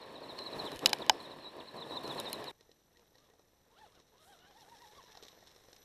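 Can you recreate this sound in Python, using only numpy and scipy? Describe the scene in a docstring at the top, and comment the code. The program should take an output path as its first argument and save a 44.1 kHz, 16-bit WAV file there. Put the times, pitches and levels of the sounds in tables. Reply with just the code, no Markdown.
"""Close by in an open quarry, a small electric truck spins circles on gravel, tyres drumming and grinding.
Its gears sing and sag each time the tyres bite; flung stones ring the camera's housing near the microphone.
Then, abruptly, it crawls up a heap of stones from about three metres to one, gears whining low,
speed controller whistling. Shaped noise makes tyres, grit and air; swept tones the gears; decaying modes the hits."""
import sys
import numpy as np
from scipy import signal
from scipy.fft import rfft, irfft, next_fast_len
from scipy.io import wavfile
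from scipy.ndimage import uniform_filter1d

SR = 44100
rng = np.random.default_rng(int(sys.argv[2]) if len(sys.argv) > 2 else 0)


def log_audio(samples):
    """Write samples as a 16-bit WAV file to the path given in sys.argv[1]."""
    # one column per channel
    frames = np.atleast_2d(samples).T
    # limit to full scale, then quantise
    limited = np.clip(frames, -1, 1)
    pcm = np.round(limited * 32767).astype(np.int16)
    wavfile.write(sys.argv[1], SR, pcm)


N = 257544
TIME = np.arange(N) / SR
CUT_S = 2.516  # the close spin ends and the climb begins
EDGE_HZ = 15500  # upper limit of the band
FREE_HZ, IDLE_HZ = 4407, 419  # gear pitch with the wheels spinning freely, and at a creep
SAG_S, RECOVER_S = 0.03, 0.028  # longest slowing under a bite, and the time to pick up again

# The truck circles past twice. Each row: time in seconds, distance in metres.
CIRCLING = [(0, 2.1), (.45, 1.5), (.6, 0.96), (1.0, 1.15), (1.25, 1.7), (1.5, 2.48), (1.75, 2.06),
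            (2.2, 0.84), (2.5, 1.14)]
# The bouncing chassis presses the tyres in (+) or lifts them (-).
# Each row: start in seconds, length in seconds, change of load in dB (in full on the roar).
BOUNCES = [(0.51, .17, 4), (0.713, 0.048, 3), (0.768, 0.052, -6), (0.82, 0.084, 6.5), (1, 0.038, 2.5),
           (1.482, 0.047, -3.5), (1.566, 0.063, 3), (1.65, 0.095, -4), (1.739, 0.064, 5),
           (1.899, 0.073, 5.5), (1.987, .04, 0), (2.035, 0.1, 6.5), (2.158, 0.052, 3.5),
           (2.384, 0.039, 2.5)]
# Spectra of the spinning tyres' drumming, grinding and flung grit.
# Each row: frequency in Hz, relative level in dB.
SPIN_ROAR = [(25, -26.5), (80, -12.5), (110, -8.5), (141, -2), (172, -6.5), (280, 0), (450, 1.5),
             (640, 0.5), (800, -4), (1030, -0.5), (1200, -8), (1450, -16.5), (2200, -47)]
SPIN_CRUNCH = [(900, -23), (1450, -4), (1750, 6.5), (2100, -2), (2500, 0.5), (3300, -2), (3950, 2.5),
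               (4400, -8), (4800, -13), (5400, -5.5), (6200, -24), (9000, -35)]
SPRAY = [(3500, -25.5), (5400, -1), (6600, -2), (8200, 2), (9400, -0.5), (11000, -0.5), (12500, -2.5),
         (13600, -8), (14700, -9), (15600, -20.5)]
# Spectrum of the open pit's hush. Each row: frequency in Hz, relative level in dB.
AIR = [(25, -1.5), (70, 0.5), (200, -3.5), (450, -6), (800, -11), (1900, -21.5), (4000, -20.5),
       (4800, -23.5), (5600, -21.5), (8000, -25), (12500, -25.5), (13500, -45.5)]
# Tyres bite and drag the motor down.
# Each row: start in seconds, length in seconds, sag in Hz, level in dB ahead of the gear case.
BITES = [(.010, 0.032, 543, -50.5), (0.141, 0.039, 690, -49.5), (0.227, 0.02, 444, -47.5),
         (0.284, .036, 706, -45.5), (0.376, 0.028, 419, -40), (0.397, .036, 379, -42.5),
         (.451, .029, 558, -41), (.524, 0.015, 603, -38), (0.589, .022, 551, -36),
         (0.653, 0.037, 1353, -36.5), (.698, 0.047, 500, -47), (0.873, 0.037, 1353, -39),
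         (1.015, 0.015, 1100, -38.5), (1.192, 0.022, 473, -48), (1.232, .032, 684, -47.5),
         (1.306, 0.025, 779, -49), (1.389, .03, 400.4, -57), (1.424, .065, 505, -47),
         (1.599, 0.015, 1720, -43.5), (1.67, 0.027, 546, -47), (1.762, .045, 477.2, -48),
         (1.805, 0.033, 948, -40.5), (1.888, .065, 520, -44), (1.957, .029, 899, -35.5),
         (2.034, .038, 393, -43), (2.091, .038, 954, -37.5), (2.175, .032, 798, -38),
         (2.246, .047, 703, -38.5), (2.321, .035, 600.4, -41.5), (2.412, .024, 652, -54),
         (2.466, 0.034, 780, -41)]
# Partials of the racing gears. Each row: multiple of the gear pitch, relative level in dB, roughness 0-1.
FAST_ORDERS = [(.25, -7.5, 0.6), (1, -0.5, 0.4), (2, -29.5, 0.9)]
# Response of the case to the racing gear pitch. Each row: frequency in Hz, gain in dB.
GEAR_CASE = [(2700, -5.5), (3300, -7.5), (3900, 0), (4250, -1), (4600, -8)]
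# Spectrum of the rasping teeth. Each row: frequency in Hz, relative level in dB.
GEAR_RASP = [(2400, -23), (3400, -10.5), (3900, 6), (4300, -3.5), (4700, -24), (5400, -12), (6200, -28),
             (7800, -25.5), (9100, -22.5), (10500, -32)]
# Flung stones hit the housing. Each row: start in seconds, relative level in dB,
# weight of the low modes in dB, weight of the highest modes in dB.
STRIKES = [(.3895, -35, -14, -2), (.7180, -37.5, -7, 12), (.7605, -40, -22, 11), (.7690, -41.5, -13, 10),
           (.7920, -34, -18.5, 8), (0.8595, -3.5, -20.5, 1), (0.8613, -12, -16, -7), (.8655, -33, -3, 13),
           (.8715, -27.5, -24.5, 10), (.8942, -27, -2, 9), (.8990, -35.5, -16, -3), (.9020, -35, -13.5, 1),
           (0.9307, -16.5, -4.5, -1.5), (0.932, -14, -17, -4), (.9335, -25.5, -8.5, 9),
           (.9860, -40.5, -14.5, 3), (1.0645, -39, -8, 2), (1.0961, -2, 0.5, -6.5), (2.078, -37.5, -15, -4),
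           (2.2000, -29, -28, 17), (2.3, -42, -15, 9), (2.3300, -25, -16, 17), (2.4422, -37.5, -24, 7)]
# The housing's modes. Each row: frequency in Hz, relative level in dB, 60 dB decay time in seconds.
HOUSING = [(746, -19, .075), (840, -1.5, 0.023), (976, -6, 0.016), (1600, -6, 0.016), (1910, -10.5, 0.014),
           (2430, -6.5, 0.012), (2994, -5, 0.018), (3480, -8.5, .009), (3930, -4.5, .011),
           (4500, -2.5, 0.0061), (5068, 0.5, 0.0067), (5970, -11, .008), (6590, -9, .008),
           (7220, -15.5, 0.01), (10570, -9, 0.0038), (11600, -9.5, 0.0035), (14200, -20.5, 0.0049)]
# The camera is jolted. Each row: start in seconds, relative level in dB.
JOLTS = [(0.559, -61), (0.74, -55.5), (0.86, -62.5), (1.094, -61)]
# The truck climbs towards the microphone. Each row: time in seconds, distance in metres.
CLIMBING = [(2.54, 3.26), (3.6, 2.9), (4.3, 2.42), (4.9, 1.34), (5.84, 1.13)]
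# Blips of throttle, each a rounded swell. Each row: time of the top in seconds, half width in seconds,
# top gear pitch in Hz, relative level in dB.
BLIPS = [(2.62, .05, 474, -75), (2.989, .06, 485, -74), (3.235, .07, 602, -72.5), (3.70, .04, 451, -76),
         (3.817, .06, 899.4, -61), (3.961, .04, 734, -67.5), (4.22, 0.066, 630, -65),
         (4.305, .075, 812, -61), (4.435, .1, 745, -63), (4.49, .08, 815, -66), (4.595, 0.075, 930.4, -64),
         (4.72, .075, 957.6, -66), (4.824, .075, 950, -64.5), (4.869, .38, 846.4, -67.5),
         (4.972, .055, 1178, -63), (5.06, .085, 995, -69.5), (5.125, 0.098, 863.5, -67.5),
         (5.261, .08, 574, -74), (5.431, .1, 472, -76)]
# Spectra of the climb: rolling tyres, grating stones, fine grit. Each row: frequency in Hz, relative level in dB.
CRAWL_ROAR = [(25, -8), (60, -8), (160, -5), (260, -7.5), (450, -0.5), (650, -6), (1000, -7), (1400, -13),
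              (1850, -9), (2400, -18.5), (5000, -41.5)]
STONES = [(300, -36), (900, -8), (1400, -7), (1850, -1), (2300, -3), (3100, -1), (4000, 8.5), (4800, -5),
          (5300, 5.5), (6300, -3), (7500, -8), (11000, -19), (12600, -15), (13400, -67)]
FINE_HISS = [(4500, -29), (6200, -6), (8400, 1), (9300, -3.5), (10400, -2), (12500, -3), (13300, -19)]
# Fine grit slides from under the tyres. Each row: start in seconds, length in seconds, relative level in dB.
SLIDES = [(3.8, 0.088, -80.5), (4.23, .09, -69), (4.566, 0.44, -79), (5.519, 0.35, -83)]
# Partials of the crawling gears. Each row: multiple of the gear pitch, relative level in dB.
SLOW_ORDERS = [(1, 1), (2, -5.5), (3, -17), (4, -20), (5, -22), (6, -23)]
# Resonances of the gearbox. Each row: frequency in Hz, gain in dB.
GEARBOX = [(400, -3), (650, -10), (850, 1), (1250, -0.5), (1600, -2), (1900, -0.5), (2400, -7), (3000, 11),
           (3900, 10.5), (5000, 4)]
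# Swell of the controller's whistle. Each row: time in seconds, gain in dB.
WHISTLE = [(2.54, .5), (3.8, -2), (4.3, 0.5), (5.3, 8), (5.6, 2), (5.84, 10)]
# Brief squeaks from the chassis. Each row: time of the middle in seconds, relative level in dB.
SQUEAKS = [(2.605, -73.5), (2.968, -69.5), (3.152, -71.5), (3.316, -76.5), (5.153, -64), (5.428, -73)]
# Stones shift under the crawling tyres. Each row: time in seconds, relative level in dB,
# pitch of the knock in Hz, share of scrape in dB.
CLACKS = [(2.607, -49, 430, -13), (2.691, -46, 463, -28), (2.713, -52, 333, -9.5), (2.969, -56, 337, -8),
          (2.992, -51.5, 536, -16.5), (3.153, -51, 507, -14.5), (3.181, -56, 402, -9),
          (3.298, -52.5, 447, -17.5), (3.334, -51, 477, -22), (3.392, -48, 503, -22.5),
          (3.785, -55, 820, -13.5), (3.951, -56, 707, -11.5), (3.998, -51, 431, -13),
          (4.818, -56.5, 970, -3), (5.15, -45, 799, -20), (5.171, -40, 735, -13),
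          (5.224, -40, 420.5, -14.5), (5.232, -46, 740, -7), (5.249, -47, 342, -11),
          (5.281, -56.5, 756, 3.5), (5.326, -65, 810, -14), (5.384, -52, 486, -28), (5.425, -46, 658, -28),
          (5.472, -52, 711, -9.5), (5.56, -46.5, 471, -15), (5.683, -44, 480, -22),
          (5.728, -48.5, 443, -8.5), (5.762, -58.5, 450, -0.5)]


def gain_of(db):
    """Decibels to amplitude."""
    return 10 ** (np.asarray(db) / 20)


def evened(x):
    """Scales to unit rms."""
    return x / np.sqrt(np.mean(x ** 2) + 1e-20)


def read(points, hz):
    """Reads a spectrum on a log-frequency axis."""
    f, value = np.transpose(points)
    return np.interp(np.log(hz + 1), np.log(f + 1), value)


def curves(rows):
    """One value a sample for each column of a timed table."""
    s, *columns = np.transpose(rows)
    return [np.interp(TIME, s, c) for c in columns]


def add(mix, s, sound):
    """Mixes a sound in at time s."""
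    part = mix[max(round(s * SR), 0):][:len(sound)]
    part += sound[:len(part)]


def colour(x, spectrum, size=4096):
    """A causal, minimum-phase filter with the given spectrum, so that clicks keep their sharp fronts."""
    log_gain = np.log(gain_of(read(spectrum, abs(np.fft.fftfreq(size, 1 / SR)))))
    response = np.exp(np.conj(signal.hilbert(log_gain)))
    taps = np.fft.ifft(response).real[:size // 2]
    return signal.oaconvolve(x, taps)[:len(x)]


def noise_like(spectrum):
    """Steady noise of the given spectrum."""
    return colour(rng.standard_normal(N), spectrum)


def drift(rate_hz):
    """Random wander of unit rms, fading out smoothly above about the given rate."""
    size = next_fast_len(N, real=True)
    slowness = np.exp(-(np.fft.rfftfreq(size, 1 / SR) / rate_hz) ** 2)
    return evened(irfft(rfft(rng.standard_normal(size)) * slowness, size)[:N])


def plateau(s, length, attack_s, release_s):
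    """An envelope from 0 to 1: attack, hold, release."""
    return np.clip(0.5 + np.minimum((TIME - s) / attack_s, (s + length - TIME) / release_s), 0, 1)


def nearness_db(path):
    """Level gained by distance, against one metre."""
    return -20 * np.log10(np.maximum(curves(path)[0], 0.1))


def grains(per_s, spread_db, clump_db, clump_hz, wash, ring_s):
    """Stone contacts of uneven size over a noise wash, swelling and thinning together at random."""
    size = gain_of(spread_db * np.minimum(rng.exponential(1, N), 4))
    clicks = size * rng.choice([-1, 1], N) * (rng.random(N) < per_s / SR)
    # each contact takes one of ten short rattles
    kind, t = rng.integers(0, 10, N), TIME[:SR // 50]
    rattles = rng.standard_normal((10, len(t))) * np.exp(-t / ring_s)
    contacts = sum(signal.oaconvolve(clicks * (kind == k), evened(r))[:N] for k, r in enumerate(rattles))
    return (evened(contacts) + wash * rng.standard_normal(N)) * gain_of(clump_db * drift(clump_hz))


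def rough_tone(turns, rough, width_hz):
    """A tone of which a share is smeared by random wander in strength and phase."""
    rough = np.clip(rough, 0, 1)
    smear = (drift(width_hz) + 1j * drift(width_hz)) / np.sqrt(2)
    return ((np.sqrt(1 - rough ** 2) + rough * smear) * np.exp(2j * np.pi * turns)).real


def quarry_air(level_db=-74):
    """The faint, even hush of the open pit, as steady shaped noise."""
    return gain_of(level_db) * evened(noise_like(AIR))


def spinning_tyres(roar_db=-47.0, crunch_db=-54.0, spray_db=-65.5, attack_s=0.01, release_s=0.022):
    """Lugs drum, grind gravel and spray grit; all grow with nearness and bounce load. Levels at one metre."""
    near_db = nearness_db(CIRCLING)
    load_db = sum(db * plateau(s, length, attack_s, release_s) for s, length, db in BOUNCES)
    drumming = grains(per_s=900, spread_db=1.5, clump_db=1.0, clump_hz=45, wash=0.93, ring_s=0.00068)
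    grinding = grains(per_s=1800, spread_db=1.0, clump_db=0.86, clump_hz=50, wash=0.94, ring_s=0.00033)
    flung_grit = grains(per_s=2400, spread_db=5.5, clump_db=2.0, clump_hz=50, wash=1.1, ring_s=0.0006)
    roar = evened(colour(drumming, SPIN_ROAR))
    crunch = evened(colour(grinding, SPIN_CRUNCH))
    spray = evened(colour(flung_grit, SPRAY))
    # the brighter the layer, the more it gains by nearness
    out = gain_of(roar_db + 0.7 * near_db + load_db) * roar
    out += gain_of(crunch_db + near_db + 0.3 * load_db) * crunch
    out += gain_of(spray_db + 1.3 * near_db + 0.29 * load_db) * spray
    return out


def racing_gears(jitter=0.015, smear_hz=190, rasp_db=-58, rasp_follow=0.99, release_s=0.019):
    """The mesh tone swells and sags in pitch under each bite; rasping teeth follow its smoothed level."""
    coast_db = -66  # tone between bites, ahead of the case
    hz, level_db = np.full(N, float(FREE_HZ)), np.full(N, float(coast_db))
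    for s, length, sag_hz, db in BITES:
        end = s + length
        sag = np.interp(TIME, [s, s + min(SAG_S, length), end, end + RECOVER_S], [0, 1, 1, 0])
        load_times = [s - 0.008, s + 0.037 * length, s + 0.55 * length, end, end + release_s]
        load = np.interp(TIME, load_times, [coast_db, db - 10.5, db, db - 6.5, coast_db])
        hz = np.minimum(hz, FREE_HZ - sag_hz * sag)
        level_db = np.maximum(level_db, load)
    turns = np.cumsum(hz * (1 + jitter * drift(360))) / SR
    tone = sum(gain_of(db) * rough_tone(k * turns, rough, smear_hz) for k, db, rough in FAST_ORDERS)
    effort_db = uniform_filter1d(level_db, size=SR // 8)
    # rasp_db holds where the effort is -50 dB
    rasp_level_db = rasp_db + rasp_follow * (effort_db + 50.0) + 2 * drift(40)
    rasp = evened(noise_like(GEAR_RASP)) * gain_of(rasp_level_db)
    return gain_of(level_db + read(GEAR_CASE, hz) + 1.5) * tone + rasp


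def stone_strikes(scrape=0.83, scrape_s=0.00078):
    """Each stone scrapes and rings the housing: heavy ones wake low modes and rattle it, sharp ones the highest."""
    out, t = np.zeros(N), TIME[:SR // 10]
    contact = 1 - np.exp(-t / 0.00015)  # the stone takes a moment to press in
    rattle_db, rattle_t60 = -44, 0.2  # relative to the low weight; seconds
    scrape_tone = [(200, -0.5), (900, 1.5), (5000, -5.5), (8000, -4), (15000, -17.0)]
    rattle_tone = [(3000, -32), (4900, -20), (5060, 0), (5250, -18), (5440, -1.5), (5620, -22.5), (7500, -40.5)]
    small_case = [(40, -21.0), (150, -11.5), (400, -2.5), (750, -2.5)]  # it radiates little bass
    hz, mode_db, t60 = np.transpose(HOUSING)[:, :, None]
    for s, db, low_db, high_db in STRIKES:
        blow = [(1100, low_db), (1700, low_db / 2 - 3), (2800, 0), (5500, 0), (10000, high_db)]
        phase = 2 * np.pi * rng.random(hz.shape)
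        modes = gain_of(mode_db + read(blow, hz) - 60 * t / t60) * np.sin(2 * np.pi * hz * t + phase)
        grit = colour(rng.standard_normal(len(t)) * np.exp(-t / scrape_s), blow)
        hit = (modes.sum(0) + scrape * colour(grit, scrape_tone)) * contact
        rattle = evened(colour(rng.standard_normal(len(t)), rattle_tone))
        hit += gain_of(rattle_db + low_db - 60 * t / rattle_t60) * rattle
        add(out, s, gain_of(db - 24) * evened(colour(hit, small_case)))
    return out


def camera_jolts(length_s=0.0091):
    """Dull, deep bumps through the camera's mount: low-passed noise that swells and dies."""
    out, t = np.zeros(N), TIME[:SR // 8]
    mount = [(15, -5.5), (45, -0.5), (90, 0), (200, -20), (600, -61)]
    for s, db in JOLTS:
        push = colour(rng.standard_normal(len(t)) * t * np.exp(-t / length_s), mount)
        add(out, s, gain_of(db - 6.5) * evened(push))
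    return out


def throttle(fade_db=15, drag_db=1.0, drag_hz_per_s=3000):
    """Gear pitch and level: each blip swells from a creep, and the gears are louder while their pitch falls."""
    s, width, top_hz, db = np.transpose(BLIPS)[:, :, None]
    swell = np.exp(-((TIME - s) / width) ** 2)
    hz = IDLE_HZ + ((top_hz - IDLE_HZ) * swell).max(0)
    blip_db = (db - fade_db * ((TIME - s) / (2 * width)) ** 2).max(0)
    level_db = np.maximum(blip_db, -87)  # the creep's floor
    hz_per_s = uniform_filter1d(np.gradient(hz), size=SR // 50) * SR
    return hz, level_db + drag_db * np.tanh(-hz_per_s / drag_hz_per_s)


def crawling_tyres(roar_db=-66.0, crunch_db=-66, hiss_db=-90.5, slide_attack_s=0.078, slide_release_s=0.17):
    """Soft tyres roll over grating stones, louder with nearness and throttle; fine grit hisses and slides."""
    near_db, effort_db = nearness_db(CLIMBING), throttle()[1]
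    effort_db = effort_db - effort_db.mean()
    rolling = grains(per_s=300, spread_db=4.0, clump_db=1.0, clump_hz=30.6, wash=0.9, ring_s=0.0041)
    ticks = grains(per_s=150, spread_db=2.3, clump_db=1.4, clump_hz=25, wash=0.95, ring_s=0.002)
    roar = evened(colour(rolling, CRAWL_ROAR))
    crunch = evened(colour(ticks, STONES))
    hiss = evened(noise_like(FINE_HISS))
    sliding = sum(gain_of(db - 1.0) * plateau(s, length, slide_attack_s, slide_release_s)
                  for s, length, db in SLIDES)
    out = gain_of(roar_db + 1.01 * near_db + 0.26 * effort_db) * roar
    out += gain_of(crunch_db + 1.3 * near_db + 0.2 * effort_db) * crunch
    out += (gain_of(hiss_db) + sliding) * hiss
    return out


def crawling_gears(jitter=0.018, flutter_db=2.5, smear_hz=50, echo=0.205):
    """The mesh tone and overtones follow the throttle through the gearbox's resonances; the slope echoes them."""
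    hz, level_db = throttle()
    turns = np.cumsum(hz * (1 + jitter * drift(108))) / SR
    tone = np.zeros(N)
    for k, db in SLOW_ORDERS:
        rough = 0.25 + 0.17 * k  # higher overtones are rougher
        partial_db = db + read(GEARBOX, k * hz) + flutter_db * drift(37)
        tone += gain_of(partial_db) * rough_tone(k * turns, rough, smear_hz * k)
    direct = gain_of(level_db + 0.5) * tone
    out = direct.copy()
    add(out, 0.013, echo * direct)  # seconds behind the direct sound
    return out


def controller(switch_hz=5925, split=0.08, first_db=-82, second_db=-84, upper_db=-3):
    """The switching tone and its octave whistle, each split in two by the motor's turning."""
    hz, _ = throttle()
    turning_hz = split * (hz - 250)  # the pair closes up as the motor slows
    out = np.zeros(N)
    for k, db in enumerate([first_db, second_db], 1):
        for side, side_db in [(-0.66, 0.0043), (0.99, upper_db)]:
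            turns = np.cumsum(k * switch_hz + 2 * side * turning_hz + 12 * drift(80)) / SR
            out += gain_of(db + side_db + 2 * drift(25)) * np.sin(2 * np.pi * turns)
    return out * gain_of(curves(WHISTLE)[0])


def chassis_squeaks(hz=1890, half_width_s=0.008, rough=0.53, smear_hz=70):
    """The chassis gives a short, rough squeak as it twists: a smeared tone in rounded pulses."""
    level = sum(gain_of(db) * np.exp(-((TIME - s) / half_width_s) ** 2) for s, db in SQUEAKS)
    return gain_of(3.5) * level * rough_tone(hz * TIME, rough, smear_hz)


def stone_clacks(knock_t60=0.022, knock_db=-25, scrape_db=-12, scrape_s=0.0027, settle_s=0.033,
                 chassis_hz=1880, chassis_t60=0.065):
    """A stone tips on its neighbour with a dull knock and a scrape, jolts the chassis, and grit settles after."""
    out, t = np.zeros(N), TIME[:SR // 10]
    settle, chassis = 0.14, 0.15  # shares of settling grit and of the jolted chassis
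    for s, db, hz, share_db in CLACKS:
        rub = rng.standard_normal(len(t)) * (np.exp(-t / scrape_s) + settle * np.exp(-t / settle_s))
        knock_tone = [(hz / 4, -22), (hz * 0.83, -8), (hz, 0), (hz * 1.95, -9), (hz * 4, -30), (hz * 16, -55)]
        knock = evened(colour(rub, knock_tone))
        knock += evened(gain_of(-60 * t / knock_t60) * np.sin(2 * np.pi * hz * t))
        jolt = evened(gain_of(-60 * t / chassis_t60) * np.sin(2 * np.pi * chassis_hz * t))
        clack = gain_of(knock_db) * (evened(knock) + chassis * jolt)
        clack += gain_of(scrape_db + share_db) * evened(colour(rub, STONES))
        add(out, s + 0.0018, gain_of(db) * clack)
    return out


def scene():
    """The close spin gives way abruptly to the climb, under one quarry air; both channels are alike."""
    near = np.clip((CUT_S - TIME) / 0.003, 0, 1)
    spin = spinning_tyres() + racing_gears() + stone_strikes() + camera_jolts()
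    crawl = crawling_tyres() + crawling_gears() + controller() + chassis_squeaks() + stone_clacks()
    mono = quarry_air() + near * spin + (1 - near) * crawl
    return np.array([mono, mono])


def record(dry):
    """The hardest strikes overload the microphone, softly rounded; then the band limit."""
    ceiling = 0.6
    rounded = ceiling * np.tanh(dry / ceiling)
    band = signal.firwin(511, EDGE_HZ, window=("kaiser", 9), fs=SR)
    return signal.oaconvolve(rounded, band[None], "same")


dry = scene()
out = record(dry)
log_audio(out)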